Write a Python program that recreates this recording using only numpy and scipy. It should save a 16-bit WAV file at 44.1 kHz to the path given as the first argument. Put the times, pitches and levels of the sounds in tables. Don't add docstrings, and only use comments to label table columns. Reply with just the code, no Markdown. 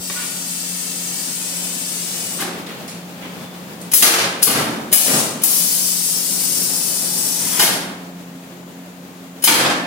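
import sys
import numpy as np
from scipy import signal
from scipy.fft import rfft, irfft
from scipy.io import wavfile

SR = 44100
rng = np.random.default_rng(int(sys.argv[2]) if len(sys.argv) > 2 else 0)


def generate_wav(signal):
    frames = np.transpose(np.atleast_2d(signal))
    scaled = np.clip(frames, -1, 1) * 32767
    pcm = np.round(scaled).astype(np.int16)
    wavfile.write(sys.argv[1], SR, pcm)


N = 434826
T = np.arange(N) / SR

# start/s, end/s, flow/dB, opening surge/dB, swell at the stop/dB, fade/s
CARRIAGE_OUT = (-.1, 2.4, -27.6, -2.3, -3, .015)
CARRIAGE_BACK = (5.434, 7.63, -22.2, 1.8, 0, .015)
# t/s, dump/dB, blow-down/s, tilt/(dB/oct), pilot lead/s, pilot/dB, spool clack/dB
VALVES = [(3.934, 1.5, 0.065, 5, 0.02, -13.5, -13.5), (4.426, 1, 0.029, 4, 0.0076, -16, -24),
          (4.9258, 3, 0.045, 5, 0.011, -17, -10), (5.434, -11, 0.31, 5.5, 0.019, -19, -19.5),
          (9.438, -5, 0.071, 1, 0.017, -19, -19)]


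def amp(db):
    return 10 ** (np.asarray(db) / 20)


def unit(x):
    return x / np.sqrt(np.mean(x ** 2) + 1e-20)


def read(points, hz):
    f, value = np.transpose(points)
    return np.interp(np.log(hz + 1), np.log(f + 1), value)


def colour(x, spectrum, tilt_db_oct=0):
    hz = np.fft.rfftfreq(x.shape[-1], 1 / SR)
    octaves = np.log2(np.maximum(hz, 150) / 1000)
    return irfft(rfft(x) * amp(read(spectrum, hz) + tilt_db_oct * octaves), x.shape[-1])


def drift(rate_hz, size=N):
    grid = np.arange(0, size + 64, 64)
    ratio = np.fft.rfftfreq(len(grid), 64 / SR) / rate_hz
    slow = irfft(rfft(rng.standard_normal(len(grid))) / (1 + ratio ** 4), len(grid))
    return unit(np.interp(np.arange(size), grid, slow))


def gate(start, end, fade_s, open_s=0.0071):
    return (1 - np.exp(-np.maximum(T - start, 0) / open_s)) * np.exp(-np.maximum(T - end, 0) / fade_s)


def ramp(start, end, end_db, growth_db):
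    return amp(end_db - growth_db * np.clip((end - T) / (end - start), 0, 1))


def add(mix, at_s, sound):
    part = mix[max(round(at_s * SR), 0):][:len(sound)]
    part += sound[:len(part)]


def pan(x, balance):
    lean = amp(read(balance, np.fft.rfftfreq(x.shape[-1], 1 / SR)))
    gains = np.array([lean, np.ones_like(lean)]) * np.sqrt(2 / (1 + lean ** 2))
    return irfft(rfft(x) * gains, x.shape[-1])


def ports(pair):
    stereo_width = [(60, -17), (200, -10.5), (400, -10), (650, -8), (1000, 0), (16000, 0)]  # f/Hz, side over mid/dB
    width = amp(read(stereo_width, np.fft.rfftfreq(pair.shape[-1], 1 / SR)))
    mid, side = rfft(pair)
    left_right = np.array([mid + width * side, mid - width * side])
    return irfft(left_right / np.hypot(1, width), pair.shape[-1])


def nearness():
    path = [(1.8, 0.37), (2.7, 1), (5.3, 1), (6.2, 0.52), (8.2, 0.4)]  # t/s, nearness/(0-1)
    return np.interp(T, *np.transpose(path))


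def room(x, near_db, tail_db, near_s):
    reverb_times = [(100, 0.87), (500, 1.27), (2000, 0.84), (5000, 0.61), (10000, 0.48), (16000, 0.32)]  # f/Hz, T60/s
    t = T[:SR]
    direct = np.zeros((2, SR))
    direct[0, 0] = 1
    near = rng.standard_normal((2, SR)) * (rng.random((2, SR)) < 1500 / SR) * np.exp(-t / near_s)
    hz, frame_s, noise = signal.stft(rng.standard_normal((2, SR)), SR, nperseg=256)
    fade_db = -60 * frame_s / read(reverb_times, hz)[:, None]
    tail = signal.istft(noise * amp(fade_db), SR, nperseg=256)[1][:, :SR] * (1 - np.exp(-t / 0.0007))
    reflections = amp(near_db) * unit(near) + amp(tail_db) * unit(tail)
    response = unit(ports(direct + reflections / np.sqrt(SR)))
    return signal.fftconvolve(x[None], response / np.sqrt(SR), axes=1)[:, :N]


def walking_room(x, near_db, tail_db, near_s, step_s=0.3):
    out, hop = np.zeros((2, N)), round(step_s * SR)
    for start in range(0, N + hop // 2, hop):
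        part = slice(max(start - hop, 0), start + hop)
        blend = np.maximum(np.cos(np.pi / 2 * (T[part] - start / SR) / step_s), 0) ** 1.3
        for side, sound in zip(out, room(x[part] * blend, near_db, tail_db, near_s)):
            add(side, T[part][0], sound)
    return out


def glance(pair, share, path_ms, port_lag_ms=0.23):
    out = np.array([pair[0], np.interp(T - port_lag_ms / 1000, T, pair[1])])
    for side in range(2):
        for order in (1, 2):
            delay_s = order * path_ms / 1000 * np.exp(0.07 * drift(0.5))
            out[side] += share * np.interp(T - delay_s, T, pair[side])
    return out / np.sqrt(1 + 2 * share ** 2)


def rolling(stroke, end_db, growth_db, late_s=0, rise_s=0.068):
    start, end = stroke[0] + late_s, stroke[1]
    under_way = 1 - np.exp(-np.maximum(T - start, 0) / rise_s)
    return ramp(start, end, end_db, growth_db) * under_way * gate(start, end, fade_s=0.44)


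def background(shop_db=-43.5, rumble_db=-47, near_boost_db=13):
    shop_spectrum = [(25, -21), (60, -12), (95, -33), (140, -3), (220, -2), (320, -13.5), (520, -7.5),
                     (900, -11), (1300, -15.5), (2000, -18), (4000, -24.5), (5600, -28), (6900, -18),
                     (8500, -29), (15900, -25)]
    roll_spectrum = [(40, -40), (110, -6), (200, 3), (280, -0.5), (400, -3.5), (700, -6.5), (1300, -11.5),
                     (3500, -15), (7000, -21.5), (16000, -23)]
    balance = [(100, 0.5), (2500, 0.5), (4000, 1), (5500, 12), (7000, 8), (9000, 22), (16000, 32)]  # f/Hz, left over right/dB
    swell_db, judder_db = 0.25 * drift(4), 1.3 * drift(10)
    shop = amp(shop_db + swell_db) * unit(colour(rng.standard_normal((2, N)), shop_spectrum))
    envelopes = [amp(rumble_db + near_boost_db * nearness()),
                 rolling(CARRIAGE_OUT, end_db=-37, growth_db=11.5),
                 rolling(CARRIAGE_BACK, end_db=-33, growth_db=3.5, late_s=0.67)]
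    level = np.linalg.norm(envelopes, axis=0) * amp(judder_db)
    roll = level * unit(colour(rng.standard_normal((2, N)), roll_spectrum))
    return pan(ports(shop + roll), balance)


def motor_hum(hz=88.74, wander=0.0045, waver_db=2, near_db=-19, rise_db_per_s=0.54):
    orders = [(1, -67), (2, -40), (3, -37.5), (4, -49), (5, -59)]  # order, level/dB
    turns = np.cumsum(hz * (1 + wander * drift(4.1))) / SR
    upper_db = near_db * nearness() + rise_db_per_s * (T - T.mean())
    out = np.zeros(N)
    for order, db in orders:
        level = amp(db + waver_db * drift(9.1) + upper_db * (order > 2))
        out += level * np.sqrt(2) * np.sin(2 * np.pi * order * turns)
    return out


def rails(grit_db=3.5, wander=0.0041, fade_s=0.011):
    scrapes = [(0.148, 0.241, -32, 0.5), (2.658, 2.758, -40.5, -6), (3.212, 3.257, -35, -2),
               (7.364, 7.583, -26, 13)]
    scrape_spectrum = [(100, -14), (500, -22), (1000, 5), (1500, 3), (2400, 6.5), (3300, 6.5), (5000, -12),
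                       (16000, -33)]
    squeaks = [(0.154, 0.19, 1464, -28.5), (3.354, 3.55, 3493, -50), (6.68, 7.4, 860, -47)]  # start/s, end/s, f/Hz, level/dB
    level = sum(ramp(start, end, db, growth_db) * gate(start, end, fade_s)
                for start, end, db, growth_db in scrapes)
    grit = unit(amp(grit_db * drift(160)) * colour(rng.standard_normal(N), scrape_spectrum))
    clock_s = np.cumsum(1 + wander * drift(70)) / SR
    squeak = sum(amp(db) * gate(start, end, fade_s) * np.sin(2 * np.pi * hz * clock_s)
                 for start, end, hz, db in squeaks)
    return level * grit + squeak


def frame_thumps(rise_s=0.0076, spread_oct=0.99):
    frame_modes = [(105, -8, 0.37), (130, -4, 0.32), (150, 1, 0.32), (225.8, 1.5, 0.39), (251.9, 1.5, 0.54),
                   (289, 5.5, 0.24), (360, -2, .12)]
    booms = [(4.2, -26.5, 130), (4.467, -16, 230), (4.532, -15.5, 240), (4.578, -18.5, 160),
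             (4.654, -30, 140), (4.773, -23.5, 235), (4.929, -27, 330), (5.066, -26, 129),
             (5.131, -15, 165), (5.199, -35, 125), (7.597, -24.5, 130), (7.689, -33, 130),
             (9.488, -14.5, 255), (9.584, -21, 130), (9.65, -20.5, 280), (9.684, -29, 270)]
    out, t = np.zeros(N), T[:SR]
    hz, mode_db, t60 = np.transpose(frame_modes)
    envelopes = amp(-60 * t / t60[:, None]) * (1 - np.exp(-t / rise_s))
    rings = np.sin(2 * np.pi * hz[:, None] * t) * envelopes
    for at_s, db, centre_hz in booms:
        shares = amp(mode_db) * np.exp(-(np.log2(hz / centre_hz) / spread_oct) ** 2)
        add(out, at_s, amp(db) * (shares / np.linalg.norm(shares)) @ rings)
    return room(out, near_db=-8, tail_db=-2.5, near_s=0.006)


def blows(hits, chatter_db, strike_db=-12.5, strike_s=0.0003):
    frame_spectrum = [(30, -40), (75, -46), (105, -18), (140, -8), (250, 3), (400, 1.5), (700, 2),
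                      (1400, 2.5), (2800, 0), (5000, -4), (10000, -13), (16000, -30)]
    out, t = np.zeros(N), T[:SR]
    for at_s, db, tilt_db_oct, rattle_s in hits:
        chatter = rng.standard_normal(SR) * amp(chatter_db * drift(119, size=SR))
        envelope = np.exp(-t / rattle_s) + amp(strike_db) * np.exp(-t / strike_s)
        add(out, at_s, amp(db) * envelope * unit(colour(chatter, frame_spectrum, tilt_db_oct)))
    return out


def ringing(drive, modes, ring_db):
    t = T[:SR]
    ring = sum(amp(db - 60 * t / t60) * np.sin(2 * np.pi * hz * t) for hz, db, t60 in modes)
    return drive + amp(ring_db) * unit(signal.oaconvolve(drive, ring)[:N]) * drive.std()


def knocks(clack_s=0.011, clack_tilt_db_oct=0.5, clink_s=0.023):
    # t/s, level/dB, tilt/(dB/oct), rattle/s
    clamp_hits = [(4.023, -3.5, 1, 0.038), (4.063, -6, 5.5, 0.02), (4.137, -15, 2, 0.024),
                  (4.185, -13.5, 2.5, 0.042), (4.238, -12.5, -0.1, 0.016), (4.467, -15, -2.5, 0.026),
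                  (4.497, -21.5, 0.5, 0.046), (4.551, -13.5, -2, 0.031), (4.589, -20.5, -2.5, 0.074),
                  (4.69, -30, -6.5, 0.13), (5.063, -20.5, -3, 0.06), (5.101, -19.5, -3, 0.031),
                  (5.134, -16.5, -2.5, 0.052), (5.226, -32, -6.5, 0.038), (9.474, -7, 1.5, 0.059),
                  (9.52, -15, 3, 0.035), (9.588, -10, 0, 0.034), (9.648, -11, -1.5, 0.027),
                  (9.692, -16.5, 0, 0.045)]
    carriage_hits = [(2.387, -19.5, -0.5, 0.024), (2.41, -23, -1.5, 0.075), (7.587, -19, -6, 0.018),
                     (7.626, -17, -1.5, 0.023), (7.68, -19, -5, 0.026)]
    loose_parts = [(0.098, -29, 0.5), (.158, -29, 2), (0.223, -36, 9), (2.665, -31, 4), (2.879, -19, 5.5),
                   (3.797, -36, 13)]
    clamp_modes = [(389.6, -17, 0.5), (556, -13, 0.53), (760, -35, .9), (900, -25, .6), (1308, -13, 0.52),
                   (1340, -7, 0.25), (1762, -7.5, 0.9), (2256, -27, 0.74), (2400, -4, 0.32),
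                   (2570, -13, 0.43), (3200, -19, .6), (4527, -15, .6), (4759, -12, 0.5)]
    carriage_modes = [(255, -33, 0.24), (390, -20, 0.74), (576, -17, .6), (830, -22, 0.45),
                      (1450, -14, 0.16), (2410, -15, 0.58), (2560, -25, 0.54), (3310, -23, .45),
                      (3731, -22, .5), (4270, -3, 1), (4975, -8, .47), (11656, 4, .25)]
    spools = [(at_s, db, clack_tilt_db_oct, clack_s) for at_s, *_, db in VALVES]
    clinks = [(*row, clink_s) for row in loose_parts]
    clamps = ringing(blows(clamp_hits + spools, chatter_db=3), clamp_modes, ring_db=-14.5)
    carriage_drive = blows(carriage_hits + clinks, chatter_db=7.5) + rails()
    carriage = ringing(carriage_drive, carriage_modes, ring_db=-16.5)
    return walking_room(clamps + carriage, near_db=6.5, tail_db=6.5, near_s=0.0088)


def throttle(stroke, spectrum, gain_db, flutter_db, grit_db=1.6, surge_s=1, run_in_s=0.13):
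    start, end, flow_db, surge_db, swell_db, fade_s = stroke
    t = np.clip(T, start, end)
    flow_db = flow_db + surge_db * np.exp((start - t) / surge_s) + swell_db * np.exp((t - end) / run_in_s)
    flicker_db = flutter_db * drift(16) + grit_db * drift(210)
    level = amp(flow_db + gain_db + flicker_db) * gate(start, end, fade_s)
    return level * unit(colour(rng.standard_normal(N), spectrum))


def exhausts():
    clamp_lift = (4.96, 5.19, -20, 0, -.5, .055)
    clamp_bleed = (4.45, 4.92, -46, 0, 0, .02)
    # f/Hz, level/dB
    out_spectrum = [(400, -36), (1000, -15.5), (2200, -9.5), (3000, -6.5), (4200, -5.5), (5000, -2),
                    (6200, -1), (8300, 3.5), (9500, -1), (11500, -1.5), (13400, -10), (15200, 1),
                    (16000, -15)]
    clamp_spectrum = [(900, -41), (2500, -11.5), (4500, -8.5), (7000, -2.5), (9500, -2.5), (13000, -9),
                      (16000, -7.5)]
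    back_spectrum = [(400, -50), (1000, -16), (2200, -12), (3300, -6.5), (4200, -3.5), (5200, 3.5),
                     (6500, 3.5), (8700, 6), (10000, 5.5), (11000, 6), (13500, -1.5), (15200, 8),
                     (16000, -19)]
    balance = [(1000, -0.5), (4400, 0), (6500, 2), (8500, 5), (10000, 13.5), (12500, 15), (16000, 12)]  # f/Hz, left over right/dB
    air = throttle(CARRIAGE_OUT, out_spectrum, gain_db=4.5, flutter_db=0.5)
    air += throttle(clamp_lift, clamp_spectrum, gain_db=5.5, flutter_db=2)
    air += throttle(CARRIAGE_BACK, back_spectrum, gain_db=3.5, flutter_db=0.5)
    air += throttle(clamp_bleed, clamp_spectrum, gain_db=-4, flutter_db=2)
    heard = room(air, near_db=-8, tail_db=2, near_s=0.01)
    return pan(glance(heard, share=0.64, path_ms=2.2), balance)


def puffs(rise_s=0.0018):
    # t/s, level/dB, fall/s, tilt/(dB/oct)
    escapes = [(2.403, -17, 0.026, -2.5), (4.022, 2.5, 0.036, -0.5), (4.468, -12.5, 0.091, -3.5),
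               (5.06, -11, 0.04, 3.5), (7.592, -4.5, 0.054, -2.5), (7.623, -5, 0.03, 1),
               (7.672, -10, 0.0081, -5), (9.473, -7, 0.036, -3)]
    balance = [(1000, -2), (5000, -0.5), (9000, 4), (12000, 13), (16000, -2)]  # f/Hz, left over right/dB
    bursts = []
    for at_s, db, fall_s, tilt_db_oct, lead_s, pilot_db, _ in VALVES:
        pilot = (at_s - lead_s, pilot_db, 0.019, 1)
        crack = (at_s, 1.5, 0.015, 8.5)
        dump = (at_s, db, fall_s, tilt_db_oct)
        bursts += [pilot, crack, dump]
    jet_spectrum = [(100, -51), (500, -10), (1300, -4.5), (2600, -1.5), (4500, 2.5), (7000, 0.5),
                    (10500, 6), (13000, 1.5), (16000, -4)]
    out, t = np.zeros(N), T[:SR]
    for at_s, db, fall_s, tilt_db_oct in bursts + escapes:
        jet = unit(colour(rng.standard_normal(SR), jet_spectrum, tilt_db_oct))
        add(out, at_s, amp(db) * jet * (1 - np.exp(-t / rise_s)) * np.exp(-t / fall_s))
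    heard = room(out, near_db=14.5, tail_db=12.5, near_s=0.0017)
    return pan(glance(heard, share=0.26, path_ms=1.6), balance)


def scene():
    return puffs() + exhausts() + knocks() + frame_thumps() + motor_hum() + background()


def record(dry, threshold_db=-14, squeeze=0.54, recover_db_per_s=70, low_hz=55, high_hz=16100):
    dry = signal.sosfilt(signal.butter(2, low_hz, "high", fs=SR, output="sos"), dry)
    power = signal.lfilter([1 / 600], [1, 1 / 600 - 1], (dry ** 2).mean(0))
    over_db = np.maximum(10 * np.log10(power + 1e-12) - threshold_db, 0)
    held_db = np.maximum.accumulate(over_db + recover_db_per_s * T) - recover_db_per_s * T
    ducked = np.clip(dry * amp(-squeeze * held_db), -1, 1)
    lowpass = signal.firwin(401, high_hz, window=("kaiser", 7), fs=SR)
    return signal.oaconvolve(ducked, lowpass[None], "same")


dry = scene()
out = record(dry)
generate_wav(out)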